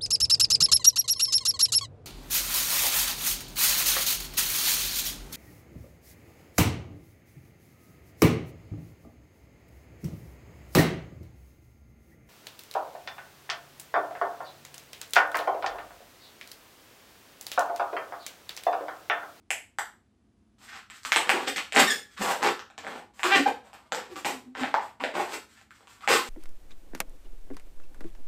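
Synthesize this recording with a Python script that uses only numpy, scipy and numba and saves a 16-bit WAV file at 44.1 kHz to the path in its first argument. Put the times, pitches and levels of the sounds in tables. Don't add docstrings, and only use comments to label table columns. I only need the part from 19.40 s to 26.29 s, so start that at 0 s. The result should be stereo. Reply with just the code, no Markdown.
import sys
import numpy as np
from scipy import signal
from scipy.fft import rfft, irfft, next_fast_len
from scipy.io import wavfile
from scipy.ndimage import uniform_filter1d
from numba import njit

SR = 44100
rng = np.random.default_rng(int(sys.argv[2]) if len(sys.argv) > 2 else 0)


def inscribe(sig):
    pcm = np.round(np.clip(np.atleast_2d(sig).T, -1, 1) * 32767)
    wavfile.write(sys.argv[1], SR, pcm.astype(np.int16))


def makeup_ratio(level_db):
    decades = np.asarray(level_db, float) / 20
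    return 10 ** decades


N = 303849
TIME = np.arange(N) / SR

# pitch_hz, level_db (per Hz)
HUM_SPECTRUM = [(24, -50.5), (40, -16.5), (57, -7), (87, -8), (107, -7), (124, -13.5), (172, -17),
                (212, -4.5), (256, -12), (332, -14), (419, -22), (625, -29), (687, -22), (773, -28.5),
                (11000, -45.5), (14300, -80.5), (22000, -120)]
HUM_DB = -64

# start_s, peak_db, bubble_hz, crack_db, treble_db
SNAPS = [(0.105, -22.5, 730, 14.5, 1), (0.386, -21, 834, 8, -9), (1.5, -35.5, 1266, 6.5, -11),
         (1.65, -23.5, 1210, 6.5, -11), (1.72, -15.5, 846, 15.5, -6.5), (1.7605, -10.5, 850, 9, -11),
         (1.893, -9.5, 790, 8.5, -14.5), (2.16, -30, 1290, 13.5, -38), (2.181, -22, 1220, 10, -19.5),
         (2.323, -31, 630, 17, -1.5), (2.362, -9, 740, 8.5, -13.5), (3.028, -14.5, 910, 3, -11),
         (3.467, -26.5, 790, 5.5, -22), (3.832, -18.5, 1056, 11.5, -10.5), (4.521, -19.5, 820, 6, -14),
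         (4.547, -26.5, 865, 8.5, -5.5), (4.758, -29, 1190, -1, -18), (4.847, -22, 870, 9, -14.5),
         (5.234, -16.5, 820, 2.5, -34), (5.341, -6, 870, -2.5, -32.5), (5.604, -23, 960, 0, -31),
         (5.638, -16.5, 610, 5, -21.5), (6.676, -13.5, 790, 7, -20.5), (6.704, -14.5, 1130, -13, -32)]
# start_s, peak_db, bubble_hz, treble_db
TICKS = [(1.633, -42.5, 1400, -1), (2.196, -33.5, 860, -15), (2.349, -28, 1130, -1),
         (3.193, -31, 1240, -15.5), (3.301, -44, 786, -20), (3.379, -32.5, 740, -10.5),
         (3.447, -33, 636, -28), (3.794, -29, 900, -25), (4.331, -41.5, 815, -10), (4.896, -48, 850, -27),
         (5.151, -30, 815, -29), (6.213, -47.5, 810, -6.5), (6.307, -41, 1340, -14),
         (6.472, -41, 1000, -14), (6.608, -44, 1130, -22)]
TICK_CRACK_DB = 5.5
CRACK_HZ, CRACK_DB_PER_OCTAVE = 1605, 22.5
RING_CYCLES, RING_DB_PER_HALVING = 2.03, 18.5

# peak_s, rise_s, fall_s, peak_db, patch_hz
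GRIPS = [(1.97, 0.15, 0.14, -25.5, 915), (2.372, 0.03, 0.031, -10.5, 1240),
         (3.055, 0.046, 0.045, -15, 1037), (3.382, 0.0045, 0.028, -36, 1280),
         (3.474, 0.043, 0.14, -32, 956), (3.59, 0.038, 0.017, -41.5, 790), (3.958, 0.019, 0.025, -15, 1750),
         (4.074, 0.0085, 0.014, -20, 800), (4.6, 0.084, 0.071, -36, 1156), (5.2, 0.053, 0.12, -29, 1143),
         (5.61, 0.012, 0.11, -34.5, 1100), (5.648, 0.0036, 0.043, -41, 873), (5.758, 0.022, .05, -24, 760),
         (6.4, 0.061, 0.21, -60, 800)]
# peak_s, rise_s, fall_s, peak_db, patch_hz
SLIPS = [(1.896, 0.00098, 0.0064, -14.5, 950), (2.078, .016, 0.023, -23, 1504),
         (2.162, 0.00067, 0.023, -24.5, 1980), (2.398, 0.017, 0.034, -15, 1250),
         (2.504, 0.032, 0.07, -29.5, 1850), (2.812, 0.023, 0.11, -28, 804), (2.97, 0.025, 0.042, -35, 820),
         (3.99, .01, .05, -34, 1800), (4.522, 0.00099, 0.0082, -33, 1170),
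         (4.73, 0.057, 0.023, -46.5, 1167), (4.762, 0.0021, 0.04, -31.5, 1107),
         (4.852, 0.00284, 0.098, -24, 924), (5.938, 0.055, 0.032, -28, 1074),
         (6.703, .028, 0.073, -15.5, 1253), (6.87, .04, 0.087, -39.5, 1287)]
# peak_s, rise_s, fall_s, peak_db, patch_hz
SLIDES = [(1.29, 0.018, 0.054, -38, 1780), (1.35, 0.037, 0.085, -33.5, 1470),
          (1.505, 0.0043, 0.096, -44.5, 1750), (1.762, .002, 0.021, -13, 850),
          (1.8, 0.0088, 0.027, -22, 825), (2.184, 0.0028, 0.014, -26, 1940), (2.78, 0.016, .03, -30, 1610),
          (2.9, 0.076, 0.058, -15.5, 778), (3.842, .012, 0.14, -14.5, 1040),
          (4.25, 0.021, 0.08, -42.5, 830), (4.333, .003, 0.095, -39, 1030), (4.466, 0.038, 0.013, -50, 920),
          (5.41, 0.0064, .1, -31, 837), (5.802, 0.029, .1, -22, 803), (6.19, 0.04, 0.034, -45.5, 1640),
          (6.646, 0.042, 0.0071, -33, 1197), (6.763, 0.041, 0.037, -18, 1212)]
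# peak_s, rise_s, fall_s, peak_db, patch_hz
BRUSHES = [
    (1.24, 0.057, 0.057, -44.5, 1200),
    (1.55, .05, 0.11, -51, 1750),
    (1.652, 0.0018, 0.046, -32, 1410),
    (2.73, .05, .04, -52.5, 1750),
    (3.8, 0.064, 0.09, -44.5, 1110),
    (6.1, 0.023, 0.13, -52.5, 1650),
    (6.35, .05, 0.14, -56, 1660),
    (6.5, 0.035, 0.14, -50, 1264),
]
# rubs (a table above), bass_db, broad_db, treble_db
TOUCHES = [
    (GRIPS, -3, -8, -13),
    (SLIPS, -2.5, -2, -0.48),
    (SLIDES, -26, -13, -13.5),
    (BRUSHES, -17, -6, 1.8),
]
# pitch_hz, width (over centre), level_db
TUBE_MODES = [(263.3, 0.13, -8), (513, .22, -5.5), (779, .2, -4.5)]
RISE_DB, FALL_DB = 13.5, 17
FLUTTER_DB = 2.5

# start_s, length_s, start_hz, end_hz, level_db
WAILS = [
    (2.355, 0.078, 338.5, 350.7, -25),
    (3.897, .075, 350.1, 335, -19.5),
]
# start_s, length_s, start_hz, end_hz, level_db
BUZZES = [
    (2.467, 0.018, 1774, 1810, -22),
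    (2.497, 0.017, 1600, 1736, -20.5),
    (5.755, 0.05, 328, 341.3, -35),
    (6.683, 0.033, 569, 395, -24),
]
# start_s, length_s, start_hz, end_hz, level_db
SQUEAKS = [
    (1.906, 0.048, 520, 250, -33.5),
    (4.057, 0.012, 770, 798, -20.5),
    (3.955, 0.045, 300, 250, -26.5),
    (4.06, 0.024, 485, 475, -31.5),
    (6.768, 0.049, 1088, 990, -36),
]
# start_s, length_s, start_hz, end_hz, level_db
GROANS = [
    (2.791, 0.039, 197, 196, -31.5),
    (3.842, 0.027, 371, 350, -28.5),
    (5.607, 0.027, 264, 250, -38),
    (4.52, 0.03, 505, 470, -37),
    (4.665, 0.12, 412, 268.5, -49),
    (4.9, 0.1, 269, 245.5, -47.5),
    (5.01, 0.12, 226, 257, -52),
    (5.185, 0.045, 271, 257, -32.5),
    (6.63, 0.017, 1220, 1310, -39),
]
# slips (a table above), fall_db (per octave of overtones),
# arch (pitch arch per s of length)
VOICES = [
    (WAILS, 2.74, 2.2),
    (BUZZES, -3, 2.2),
    (SQUEAKS, -10.5, 0.41),
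    (GROANS, -20.5, 0.26),
]
TOP_HZ = 15000

# pitch_hz, level_db
WALLS = [(2500, 0), (14000, -3)]
ROOM_T60_S, WALL_ECHO_S, PORT_LAG_S = 0.29, .0062, .00004
PLACE_HOLD_S = .23

# pitch_hz, level_db
MIC = [(100, -11), (300, 0), (5000, 0), (6500, -2), (8000, 5), (9200, -6), (14500, -3), (16200, -31)]
# pitch_hz, left_minus_right_db
PORTS = [(60, 4.5), (380, 2), (3000, 2), (8000, 4), (15000, -3)]


def unit(x):
    return x / np.sqrt(np.mean(x ** 2))


@njit
def band(x, hz, damp):
    y, b, l = np.empty(len(x)), 0., 0.
    for i in range(len(x)):
        g = np.tan(np.pi * hz[i] / SR)
        v = (b + g * (x[i] - l)) / (1 + g * (g + damp))
        b, l, y[i] = 2 * v - b, l + 2 * g * v, damp * v
    return y


def fixed_band(x, hz, damp):
    centre = np.full(len(x), 1. * hz)
    return band(band(x, centre, damp), centre, damp)


def colour(x, table, share=1):
    size = next_fast_len(x.shape[-1])
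    hz = np.maximum(np.fft.rfftfreq(size, 1 / SR), 1)
    points_hz, points_db = np.array(table).T
    curve_db = np.interp(np.log(hz), np.log(points_hz), points_db)
    return irfft(rfft(x, size) * makeup_ratio(share * curve_db), size)[..., :x.shape[-1]]


def pair(size, split_hz, most):
    common, own = rng.standard_normal(size), rng.standard_normal((2, size))
    hz = np.fft.rfftfreq(size, 1 / SR)
    alike = np.clip(most, 0, 1) / (1 + (hz / split_hz) ** 2)
    return irfft(np.sqrt(alike) * rfft(common) + np.sqrt(1 - alike) * rfft(own), size)


def hum():
    swell = unit(uniform_filter1d(rng.standard_normal(N), size=9000))
    noise = pair(next_fast_len(N), split_hz=500, most=0.67)
    return makeup_ratio(HUM_DB + 0.65 * swell) * unit(colour(noise, HUM_SPECTRUM)[:, :N])


def snaps():
    out, t = np.zeros(N + 2048), np.arange(2048) / SR
    ticks = [(s, db, hz, TICK_CRACK_DB, treble_db) for s, db, hz, treble_db in TICKS]
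    for s, db, hz, crack_db, treble_db in SNAPS + ticks:
        crack_hz = CRACK_HZ * 2 ** (crack_db / CRACK_DB_PER_OCTAVE)
        cycles = RING_CYCLES * 2 ** (-crack_db / RING_DB_PER_HALVING)
        grit = rng.standard_normal(2048) * np.exp(-t / .0003)
        ring = np.sin(2 * np.pi * hz * t) * np.exp(-t * hz / cycles) * (1 - np.exp(-t * hz * 8))
        bubble = 1.24 * fixed_band(ring, 1.19 * hz, 2.4)
        crack = fixed_band(fixed_band(grit, crack_hz, 1.33), crack_hz, 1.42)
        tick = fixed_band(grit, 6500, 1.75)
        parts = bubble + makeup_ratio(crack_db) * crack / abs(crack).max()
        parts += makeup_ratio(treble_db + 16.5) * tick / abs(tick).max()
        out[int((s + .0004) * SR):][:2048] += makeup_ratio(db - 2) * parts
    return out[:N]


def slips(rate_hz, scatter_db):
    count = N // 10
    gaps = rng.gamma(3, 1 / 3, count) * SR / rate_hz
    size = makeup_ratio(scatter_db * rng.standard_normal(count).clip(-2, 2))
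    at = np.cumsum(gaps).astype(int)
    signed = size * rng.choice([-1, 1], count)
    return np.bincount(at[at < N], signed[at < N], N)


def creaks():
    level, bass, wide, treble = np.zeros((4, N))
    for rubs, bass_db, broad_db, treble_db in TOUCHES:
        for s, rise, fall, db, _ in rubs:
            span = slice(int((s - rise) * SR), int((s + fall) * SR))
            shape_db = np.interp(TIME[span], [s - rise, s, s + fall], [-RISE_DB, 0, -FALL_DB])
            press = makeup_ratio(db - 8.5 + shape_db)
            level[span] += press
            bass[span] += makeup_ratio(bass_db) * press
            wide[span] += makeup_ratio(broad_db) * press
            treble[span] += makeup_ratio(treble_db) * press
    drift = uniform_filter1d(uniform_filter1d(rng.standard_normal(N), size=400), size=400)
    flutter = makeup_ratio(FLUTTER_DB * unit(drift).clip(-2, 1.5))
    level, bass, wide, treble = (flutter * uniform_filter1d(v, size=120) for v in (level, bass, wide, treble))

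    peaks = np.array(sorted(rub for rubs, *_ in TOUCHES for rub in rubs)).T
    patch_hz = np.interp(TIME, peaks[0], peaks[4])
    coarse = slips(rate_hz=600, scatter_db=4.5)
    fine = slips(rate_hz=2000, scatter_db=6.5)
    patch = unit(band(coarse, patch_hz, 0.38))
    broad = band(coarse + 0.13 * fine, 1.5 * patch_hz, 2.9)
    broad = unit(band(band(broad, 1.1 * patch_hz, 3.9), 1.81 * patch_hz, 2.4))
    near = unit(band(band(coarse, 0.85 * patch_hz, 0.97), 0.81 * patch_hz, 0.74))
    tube = unit(fixed_band(coarse, 401, 0.86))
    modes = sum(makeup_ratio(db) * unit(band(coarse, np.full(N, 1. * hz), damp)) for hz, damp, db in TUBE_MODES)
    rustle = unit(fixed_band(fine, 6000, 3.5))
    pressed = level * (0.46 * patch + 0.16 * near) + wide * broad
    return pressed + bass * (0.5 * tube + modes) + treble * rustle


def squeaks():
    out = np.zeros(N)
    for s, length, hz0, hz1, db, fall_db, arch in [(*row, *voice) for rows, *voice in VOICES for row in rows]:
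        u = np.linspace(0, 1, int(length * SR))
        waver = uniform_filter1d(rng.standard_normal(8000), size=120)[:len(u)]
        push = 1 + arch * length * np.sin(np.pi * u) + .2 * waver
        turns = np.cumsum((hz0 + (hz1 - hz0) * u) * push) / SR
        k = np.arange(1, 17)[:, None]
        gains = makeup_ratio(fall_db * np.log2(k)) / (1 + (k / 7.6) ** 5) * (k * hz0 < TOP_HZ)
        tone = (gains * np.sin(2 * np.pi * (k * turns - .06 * k ** 2))).sum(axis=0)
        swell = np.sin(np.pi * u ** 1.3) ** .7 * makeup_ratio(25 * waver[::-1])
        out[int(s * SR):][:len(u)] += makeup_ratio(db) * unit(tone) * swell
    return out


def room(x):
    t, out = np.arange(SR // 2) / SR, 0
    rise = np.clip((t - .001) / 0.005, 0, 1)
    place = (TIME / PLACE_HOLD_S).astype(int) % 4
    for k in range(4):
        tail = colour(pair(len(t), split_hz=750, most=1.0), WALLS)
        response = makeup_ratio(-25) * tail * rise * makeup_ratio(-60 * t / ROOM_T60_S)
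        response[0, 0] = response[1, round(PORT_LAG_S * SR)] = .92
        echo = int(WALL_ECHO_S * SR) + 6 * k
        response[0, echo] += .55
        response[1, echo - 5] += .45
        share = uniform_filter1d(1. * (place == k), size=2000)
        out = out + signal.fftconvolve((share * x)[None], response, axes=1)[:, :N]
    return out


def scene():
    balloon = makeup_ratio(1) * snaps() + creaks() + squeaks()
    return colour(room(balloon), MIC) + hum()


def roll_off(x):
    return signal.sosfilt(signal.butter(12, 16520, fs=SR, output="sos"), x)


def record(dry):
    ports = np.array([colour(dry[0], PORTS, 0.64), colour(dry[1], PORTS, -1.22)])
    rounded = ports / (1 + ports ** 4) ** .25
    return roll_off(rounded)


dry = scene()
out = record(dry)
inscribe(out)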